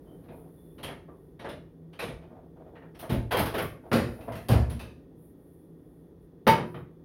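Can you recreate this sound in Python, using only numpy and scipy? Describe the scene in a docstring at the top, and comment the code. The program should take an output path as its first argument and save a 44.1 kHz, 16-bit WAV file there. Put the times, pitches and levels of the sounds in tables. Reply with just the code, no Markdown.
"""A small kitchen: a ceramic baking dish is dug out of a low cupboard, a few metres from the microphone.
Dishes clack and doors shut as coloured pulses, each with dense decaying echoes; slides are random slips.
Decaying modes give the boom of the cupboard and the clang of the dish set down on the iron stove grate.
Filtered noise makes the rush of air and faint high hiss; unsteady sines make the low hum and thin squeaks."""
import sys
import numpy as np
from scipy import signal
from scipy.fft import rfft, irfft
from scipy.io import wavfile
from scipy.ndimage import uniform_filter1d, map_coordinates

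SR = 44100
rng = np.random.default_rng(int(sys.argv[2]) if len(sys.argv) > 2 else 0)


def file_out(sig):
    """Save sig as 16-bit WAV at sys.argv[1]."""
    # one column per channel
    cols = np.atleast_2d(sig).T
    # limit, then scale
    lim = np.clip(cols, -1, 1)
    pcm = np.round(lim * 32767).astype(np.int16)
    wavfile.write(sys.argv[1], SR, pcm)


N = 310531
TIME = np.arange(N) / SR  # s, the whole scene
RING_TIME = np.arange(SR) / SR  # s, one second of decay

# All levels are relative.
# Spectrum of the steady air noise: [f/Hz, level/dB]
AIR_COLOUR = [(25, -21.5), (45, -6), (80, -6.5), (125, -10.5), (163, -1), (215, -13.5), (250, -4.5),
              (330, -5.5), (470, -9.5), (580, -21), (1100, -33), (2500, -48), (7700, -54.5), (16000, -45)]
# Faint fuzzy whines in the air noise: [f/Hz, width/Hz, level/dB]
AIR_PEAKS = [(1860, 71, 11), (3440, 320, 9)]
# Course of the air noise: [t/s, level/dB]
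AIR_LEVEL = [(0, -48), (1.8, -51.5), (3, -49.5), (5.1, -50.5), (5.7, -51)]
# Partials of the hum, about which the level wavers: [f/Hz, level/dB]
HUM = [(163, -57), (296, -84.5)]
# Faint high hiss that swells and fades: [t of the middle/s, length/s, level/dB]
HISS_SWELLS = [(0.173, 0.48, -71.5), (0.38, .16, -68.5), (0.66, 0.71, -68.5), (1.23, .36, -76.5),
               (4.23, 0.87, -63), (5.25, 0.21, -67), (5.538, 0.46, -71.5), (5.937, 0.48, -76.5),
               (6.24, .1, -76.5), (6.73, 0.27, -68.5)]
# Spectrum of the high hiss: [f/Hz, level/dB]
HISS_COLOUR = [(7500, -35.5), (9300, -3), (11300, 1.5), (12500, -1), (16000, -1)]
# Thin squeaks: [t of the middle/s, length/s, level/dB, f/Hz]
SQUEAKS = [(0.145, 0.19, -74, 3090), (0.644, 0.32, -77, 3480)]
# Things sliding on the shelf: [t/s, length/s, level/dB]
SLIDES = [(0.04, 0.3, -62), (0.302, 0.19, -56.5), (2.291, 0.18, -54.5), (2.547, 0.11, -56.5),
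          (2.636, 0.14, -55), (3.826, .1, -51), (4.147, 0.19, -51), (4.278, 0.032, -43), (4.3, 0.14, -67)]
# Spectrum of the slips: [f/Hz, level/dB]
SLIDE_COLOUR = [(200, 14), (600, 25), (1100, 10), (1800, -3), (3000, -12), (5000, -26), (8000, -26.5),
                (16000, -32.5)]
# Doors bump and shut: [t/s, level/dB, treble loss/(dB per octave), bass weight/dB, f of the part touched/Hz]
DOOR_BLOWS = [ (3.916, -12, 11.5, -18, 1385), (3.930, -11.5, 8.5, -33, 355),
              (3.964, -22.5, 7.5, -10.5, 1830), (4.208, -39, 9, -27, 2550), (4.279, -20.5, 19.5, -31, 660),
              (4.321, -33.5, 7.5, -32.5, 1990), (4.353, -33.5, 6.5, -9.5, 1820),
              (4.486, -27.5, 3.5, -12, 3100), (4.491, -13.5, 16.5, -18, 712), (4.515, -17, 8.5, -18.5, 628),
              (4.699, -35.5, 5.5, -3.5, 10700), (4.794, -32, 6.5, -20, 2530)]
# Spectrum of a door blow: [f/Hz, level/dB]
DOOR_COLOUR = [(30, -18), (60, 21.5), (130, 24), (260, 13), (500, 7), (750, 3), (1200, 0.5), (2000, 0),
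               (3200, 0), (5000, -0.5), (7000, -6), (11500, 7), (16000, 6.5)]
# Broad resonances of the doors: [f/Hz, width/Hz, level/dB]
DOOR_PEAKS = [(122.6, 20.1, 2.84), (234, 21, 10.2), (355, 10, 2.6), (512, 92, 2.1), (598, 29, 1.3),
              (717, 14, 4.87)]
# Heavy bumps that shake cupboard and floor: [t/s, level/dB, f above which the push softens/Hz]
THUDS = [(3.111, -31, 158), (3.170, -31, 108), (3.375, -30, 120), (3.922, -36.5, 260), (4.284, -38.5, 130),
         (4.497, -17.5, 130), (4.544, -15.5, 88), (4.672, -40, 91)]
# Modes of the cupboard and floor: [f/Hz, level/dB, t60/s]
CUPBOARD_MODES = [(57.7, -22, 0.6), (66.9, -4.5, 0.63), (81.3, -1.5, 0.47), (96.9, -14, 0.36),
                  (114.6, 6.5, 0.58), (130, -13.5, 0.48), (149.9, -1, 0.31), (225.3, -2, 0.44)]
# Dishes knock together, and at 3.094 s a door knocks: [t/s, level/dB, treble loss/(dB per octave), bass
# weight/dB, f of the part touched/Hz]
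CROCKERY_BLOWS = [ (0.236, -52, 9, -2, 1150), (0.284, -38.5, 13, -5, 2440), (0.781, -36.5, 9, -7.5, 2930),
                  (0.830, -29.5, 4, -9.5, 3090), (0.879, -25.5, 12, -15.5, 2200),
                  (1.081, -33, 25.5, -17, 1150), (1.393, -32.5, 9, -11, 3800), (1.443, -22, 12.5, -23, 590),
                  (1.487, -31, 7, -5, 3560), (1.929, -43, 7, -12, 3050), (1.991, -21, 7.5, -34, 2580),
                  (2.023, -27.5, 6, -8, 480), (2.079, -32.5, 7.5, -2, 2330), (2.222, -41, 12.5, -14, 624),
                  (2.752, -34, 14.5, -31, 1860), (2.818, -33.5, 19, -28, 1860),
                  (2.947, -40.5, 8, -20, 5450), (2.991, -40, 3, -5, 6050), (3.024, -27.5, 13.5, -22, 650),
                  (3.094, -24, 7.4, 6, 254), (3.122, -25.5, 7.5, -18, 640),
                  (3.309, -14.5, 10.5, -37.5, 1040), (3.315, -11, 9.5, -34.5, 520),
                  (3.367, -15, 7, -8.5, 875), (3.388, -19, 6, -17, 11800), (3.456, -25, 6, -14.5, 1100),
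                  (3.540, -17, 9.5, -22, 417), (3.579, -17.5, 8, -18, 1468), (3.618, -45, 1, 13.5, 11600)]
# Spectrum of a crockery blow: [f/Hz, level/dB]
CROCKERY_COLOUR = [(30, 8.5), (60, 12.5), (130, 18.5), (260, 10), (500, 8), (750, 3), (1200, 2),
                   (2000, 1.5), (3200, 4.5), (5000, -3), (7000, -10), (11500, 10.5), (16000, 12)]
# Broad resonances of the crockery: [f/Hz, width/Hz, level/dB]
CROCKERY_PEAKS = [(480, 17, 0.5), (670, 49, 6), (882, 22, 6.5), (1870, 98.5, 2), (2700, 160, 0),
                  (3100, 120, 0), (3800, 100, 1.5)]
# Dimming of the very top while the dishes lie deep in the cupboard: [f/Hz, level/dB]
DEEP_MUFFLE = [(9500, -0.5), (16000, -16)]
# Dish knocks on the grate: [t/s, level/dB, treble loss/(dB per octave), bass weight/dB, f of the part touched/Hz]
GRATE_BLOWS = [ (6.468, -0.5, 14.5, -29.5, 586), (6.474, -14, 6.5, -21, 1870),
               (6.578, -14.5, 16.5, -19.5, 227), (6.744, -25.5, 17, -9.5, 1270)]
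# Spectrum of a blow on the grate: [f/Hz, level/dB]
GRATE_COLOUR = [(30, 0), (60, 5.5), (130, 25), (260, 8), (500, -0.5), (750, 1.5), (1200, -1), (2000, 3.5),
                (3200, 2), (5000, 1.5), (7000, -5.5), (11500, 7.5), (16000, 16)]
# Broad resonances of the grate blows: [f/Hz, width/Hz, level/dB]
GRATE_PEAKS = [(378, 40, 3.4), (481, 31, 9.6), (1200, 70, 5.9), (2200, 55, 3), (3100, 300, 7.6),
               (3740, 91, 12), (4800, 150, 3.9)]
# Strikes that excite the baking dish: [t/s, level/dB]
DISH_STRIKES = [(6.468, -24), (6.482, -12.5)]
# Modes of the baking dish: [f/Hz, level/dB, t60/s]
DISH_MODES = [(650, -23.5, 0.17), (702, -25.5, 0.33), (896, 6.5, 0.2), (973, -13, 0.44), (1168, -13, 0.22),
              (1200, -20.5, 0.23), (1510, -13.5, 0.11), (1630, -29, 0.34), (1880, -23.5, 0.22),
              (1974, -17, 0.19), (2207, -15, 0.24), (2340, -30, .27), (2573, -29.5, 0.45),
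              (3000, -24.5, 0.21), (3050, -28.5, .2), (3790, -21, 0.17), (4630, -25, 0.22)]
# Modes of the steel stove top: [f/Hz, level/dB, t60/s]
STOVE_MODES = [(84, -23.5, 0.56), (121.5, -19, 0.66), (163.7, -15, 0.67), (227, -5.5, 0.23),
               (360, -20.5, 1), (426, -12, 0.4), (505, -15.5, 0.52), (517, 0.5, 0.049)]
# Reverberation before each source's linger factor: [f/Hz, t60/s]
ROOM = [(60, 0.91), (150, 0.51), (350, 0.55), (800, 0.41), (1800, 0.42), (3500, 0.36), (7000, 0.42),
        (14000, 0.26)]
# Response of the microphone: [f/Hz, level/dB]
MICROPHONE = [(20, 1), (5500, -0.5), (7000, -2), (7850, -9.5), (8400, -2), (9300, 1.5), (16000, -4)]

EDGE_HZ = 16000  # upper band limit
KNEE_HZ, BASS_HZ = 1100, 264  # contacts lose treble above the knee; weight tells below the bass corner
PART_WIDTH_HZ, PART_WIDTH_SHARE = 30, 0.11  # resonance width of the touched part: base, share of its pitch
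OVERTONE, OVERTONE_SHARE = 1.49, 0.56  # its second mode: ratio of pitch, share of the first mode's dB lift
DEEP_UNTIL_S = 2.97  # until then the dishes lie deep in the cupboard
SLIDE_ATTACK_S, SLIDE_FADE_DB = 0.012, -8.5  # onset of a slide, and its change of level by the end
SLIPS_PER_S = 500
SQUEAK_JITTER_RAD, SQUEAK_JITTER_PER_S = 1.2, 170  # rms phase wander and its rate
SQUEAK_FLICKER_DB, SQUEAK_FLICKER_PER_S = 4.5, 45  # rms level wander and its rate


def amp(db):
    """Level: an amplitude ratio is ten to the power of dB/20."""
    return 10 ** (np.asarray(db) / 20)


def unit(x):
    """Normalisation: division by the root mean square gives rms 1."""
    return x / np.sqrt(np.mean(x ** 2) + 1e-20)


def read(points, hz):
    """Logarithmic frequency scale: (f/Hz, value) points are interpolated along it."""
    f, value = np.transpose(sorted(map(tuple, points)))
    return np.interp(np.log(hz + 1), np.log(f + 1), value)


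def follow(rows):
    """Envelope: (t/s, level/dB) rows become a gain over time."""
    return amp(np.interp(TIME, *np.transpose(rows)))


def add(mix, s, sound):
    """Superposition: a sound is summed into the mix from time s."""
    part = mix[max(round(s * SR), 0):][:len(sound)]
    part += sound[:len(part)]


def wander(x):
    """Random fluctuation: rms 1, linear between random values at each whole x."""
    return unit(map_coordinates(rng.standard_normal(1000), [x], order=1, mode="wrap"))


def swell(middle, length):
    """Envelope: half a cosine period makes one arch."""
    return np.cos(np.pi * np.clip((TIME - middle) / length, -0.5, 0.5))


def resonance_db(peaks, hz):
    """Resonance: each (f/Hz, width/Hz, level/dB) peak lifts the dB curve as a Lorentzian."""
    return sum(db / (1 + (2 * (hz - f) / width) ** 2) for f, width, db in peaks)


def tint(x, colour, peaks=()):
    """Linear filtering: a spectrum and optional resonances shape x, at rms 1."""
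    hz = np.fft.rfftfreq(len(x), 1 / SR)
    gain = amp(read(colour, hz) + resonance_db(peaks, hz))
    return unit(irfft(rfft(x) * gain, len(x)))


def ring(modes, rise):
    """Modal decay: exponentially dying sines build up with time constant rise."""
    decay = sum(amp(db - 60 * RING_TIME / t60) * np.sin(2 * np.pi * hz * RING_TIME)
                for hz, db, t60 in modes)
    return decay * (1 - np.exp(-RING_TIME / rise))


def contact_db(hz, dullness, weight):
    """Contact mechanics: softer contacts lose more treble, heavier ones push more bass."""
    bass = weight / (1 + (hz / BASS_HZ) ** 2)
    treble_loss = dullness * np.log2(np.hypot(1, hz / KNEE_HZ))
    return bass - treble_loss


def click(gain):
    """Minimum phase: the Hilbert transform of log gain yields the most compact causal pulse."""
    both_sides = np.r_[gain, gain[-2:0:-1]]
    log_gain = np.log(np.maximum(both_sides, 1e-5))
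    return np.fft.ifft(np.exp(np.conj(signal.hilbert(log_gain)))).real


def kitchen(gain, rise, linger):
    """Reverberation: dense echoes decay at a rate set by band, and the bass builds up slowly."""
    hz = np.fft.rfftfreq(SR, 1 / SR)
    # echoes crowd together with time
    taps = rng.standard_normal(SR) * (rng.random(SR) < 0.12 + 8 * RING_TIME)
    taps /= np.sqrt(uniform_filter1d(taps ** 2, 256) + 1e-6)
    # early ones arrive in clusters
    taps *= amp(0.5 * wander(RING_TIME * 220) * np.exp(-RING_TIME / 0.12))
    # the room adds a fine ripple but favours no broad band
    early = unit(np.exp(-RING_TIME / 0.05)) / np.sqrt(SR)
    broad = np.sqrt(uniform_filter1d(abs(rfft(taps * early)) ** 2, size=130))
    spectrum = rfft(taps) * gain / broad
    out = np.zeros(SR)
    for k, (centre, t60) in enumerate(ROOM):
        share = read([(f, j == k) for j, (f, _) in enumerate(ROOM)], hz)
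        build = 1 - np.exp(-RING_TIME / (rise + 1.1 / centre))
        decay = amp(-60 * RING_TIME / (t60 * linger))
        out += irfft(spectrum * share, SR) * build * decay
    return out


def room_echo(rise, linger):
    """Impulse response: the room's answer to a flat pulse, at unit energy."""
    echo = kitchen(np.ones(SR // 2 + 1), rise, linger)
    return echo / np.linalg.norm(echo)


def blows(rows, colour, peaks, ring_db, direct_db, rise, linger):
    """Impact excitation: the struck body colours a pulse, heard directly and through the room."""
    hz = np.fft.rfftfreq(SR, 1 / SR)
    out = np.zeros(N)
    body_db = read(colour, hz) + resonance_db(peaks, hz)
    for s, strength_db, dullness, weight_db, pitch_hz in rows:
        width = PART_WIDTH_HZ + PART_WIDTH_SHARE * pitch_hz
        part_modes = [(pitch_hz, width, ring_db), (OVERTONE * pitch_hz, width, OVERTONE_SHARE * ring_db)]
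        part_db = resonance_db(part_modes, hz)
        # every contact point favours other small modes, mostly in the treble
        spot_db = 2.6 * wander(32 * np.log(1 + hz / 1200)) * hz / (hz + 700)
        gain = amp(strength_db + body_db + contact_db(hz, dullness, weight_db) + part_db + spot_db)
        add(out, s, amp(direct_db) * click(gain) + kitchen(gain, rise, linger))
    return out


def background():
    """Stationary noise and periodic tone: filtered noise is a low rush of air under a wavering hum."""
    air = amp(-2.0) * follow(AIR_LEVEL) * tint(rng.standard_normal(N), AIR_COLOUR, AIR_PEAKS)
    hum = np.zeros(N)
    for hz, db in HUM:
        level = amp(db + 2.9 * wander(7 * TIME))
        hum += level * np.sin(2 * np.pi * hz * TIME + 0.27 * wander(9 * TIME))
    return air + hum


def hiss():
    """Filtered noise: faint high hiss swells and fades under soft arches."""
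    envelope = sum(amp(db) * swell(s, length) for s, length, db in HISS_SWELLS)
    return amp(1) * envelope * tint(rng.standard_normal(N), HISS_COLOUR)


def squeaks():
    """Phase and amplitude modulation: random wander breaks up thin tones, perhaps from a hinge."""
    jitter = SQUEAK_JITTER_RAD * wander(SQUEAK_JITTER_PER_S * TIME)
    flicker_db = SQUEAK_FLICKER_DB * wander(SQUEAK_FLICKER_PER_S * TIME)
    out = np.zeros(N)
    for s, length, db, hz in SQUEAKS:
        out += amp(db + flicker_db) * swell(s, length) * np.sin(2 * np.pi * hz * TIME + jitter)
    return out


def sliding():
    """Stick-slip friction: tiny random slips of dishes on the shelf are blurred by the room."""
    pressure = np.zeros(N)
    for s, length, db in SLIDES:
        t = np.arange(0, length, 1 / SR)
        # a push, easing off towards the end
        add(pressure, s, np.minimum(t / SLIDE_ATTACK_S, 1) * amp(db + SLIDE_FADE_DB * t / length))
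    slips = (rng.random(N) < SLIPS_PER_S / SR) * rng.standard_normal(N)
    scrape = tint(slips, SLIDE_COLOUR) * pressure
    return amp(2.0) * signal.fftconvolve(scrape, room_echo(rise=0.0019, linger=0.25))[:N]


def cupboard():
    """Impact and modal resonance: wooden doors bump and shut, and heavy bumps set the cupboard booming."""
    out = blows(DOOR_BLOWS, DOOR_COLOUR, DOOR_PEAKS, ring_db=10, direct_db=15.0, rise=0.001, linger=1.0)
    for s, db, soft_hz in THUDS:
        # a soft push excites the higher modes less
        pushed = [(hz, level - 10 * np.log10(1 + (hz / soft_hz) ** 4), t60)
                  for hz, level, t60 in CUPBOARD_MODES]
        add(out, s, amp(db) * ring(pushed, rise=0.012))
    return out


def crockery():
    """Impact of stacked dishes: the treble is dimmed deep inside the cupboard, then clear at its front."""
    front = blows(CROCKERY_BLOWS, CROCKERY_COLOUR, CROCKERY_PEAKS,
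                  ring_db=8.5, direct_db=5, rise=0.003, linger=0.86)
    muffle = amp(read(DEEP_MUFFLE, np.fft.rfftfreq(N, 1 / SR)))
    deep = irfft(rfft(front) * muffle, N)
    return np.where(TIME < DEEP_UNTIL_S, deep, front)


def baking_dish():
    """Modal excitation: the dish lands, clangs briefly in the hand and settles; the stove top rings."""
    out = blows(GRATE_BLOWS, GRATE_COLOUR, GRATE_PEAKS,
                ring_db=7.5, direct_db=14.0, rise=0.00095, linger=0.78)
    clang = ring(DISH_MODES, rise=0.008)
    reflected = signal.fftconvolve(clang, room_echo(rise=0.006, linger=0.7))[:SR]
    clang = clang + amp(-13) * reflected
    for s, db in DISH_STRIKES:
        add(out, s, amp(db) * clang)
    add(out, DISH_STRIKES[0][0], amp(-12.5) * ring(STOVE_MODES, rise=0.0019))
    return out


def scene():
    """Superposition: all the sources add up in one channel."""
    surroundings = background() + hiss() + squeaks()
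    handling = sliding() + cupboard() + crockery() + baking_dish()
    return (surroundings + handling)[None]


def record(dry):
    """Transducer response: the deepest bass is cut, the treble has a notch, and the band is limited."""
    highpass = signal.butter(5, 42, "highpass", fs=SR, output="sos")
    thinned = signal.sosfilt(highpass, dry)
    response = amp(read(MICROPHONE, np.fft.rfftfreq(N, 1 / SR)))
    coloured = irfft(rfft(thinned) * response, N)
    lowpass = signal.firwin(511, EDGE_HZ, window=("kaiser", 9), fs=SR)
    return signal.oaconvolve(coloured, lowpass[None], "same")


dry = scene()
out = record(dry)
file_out(out)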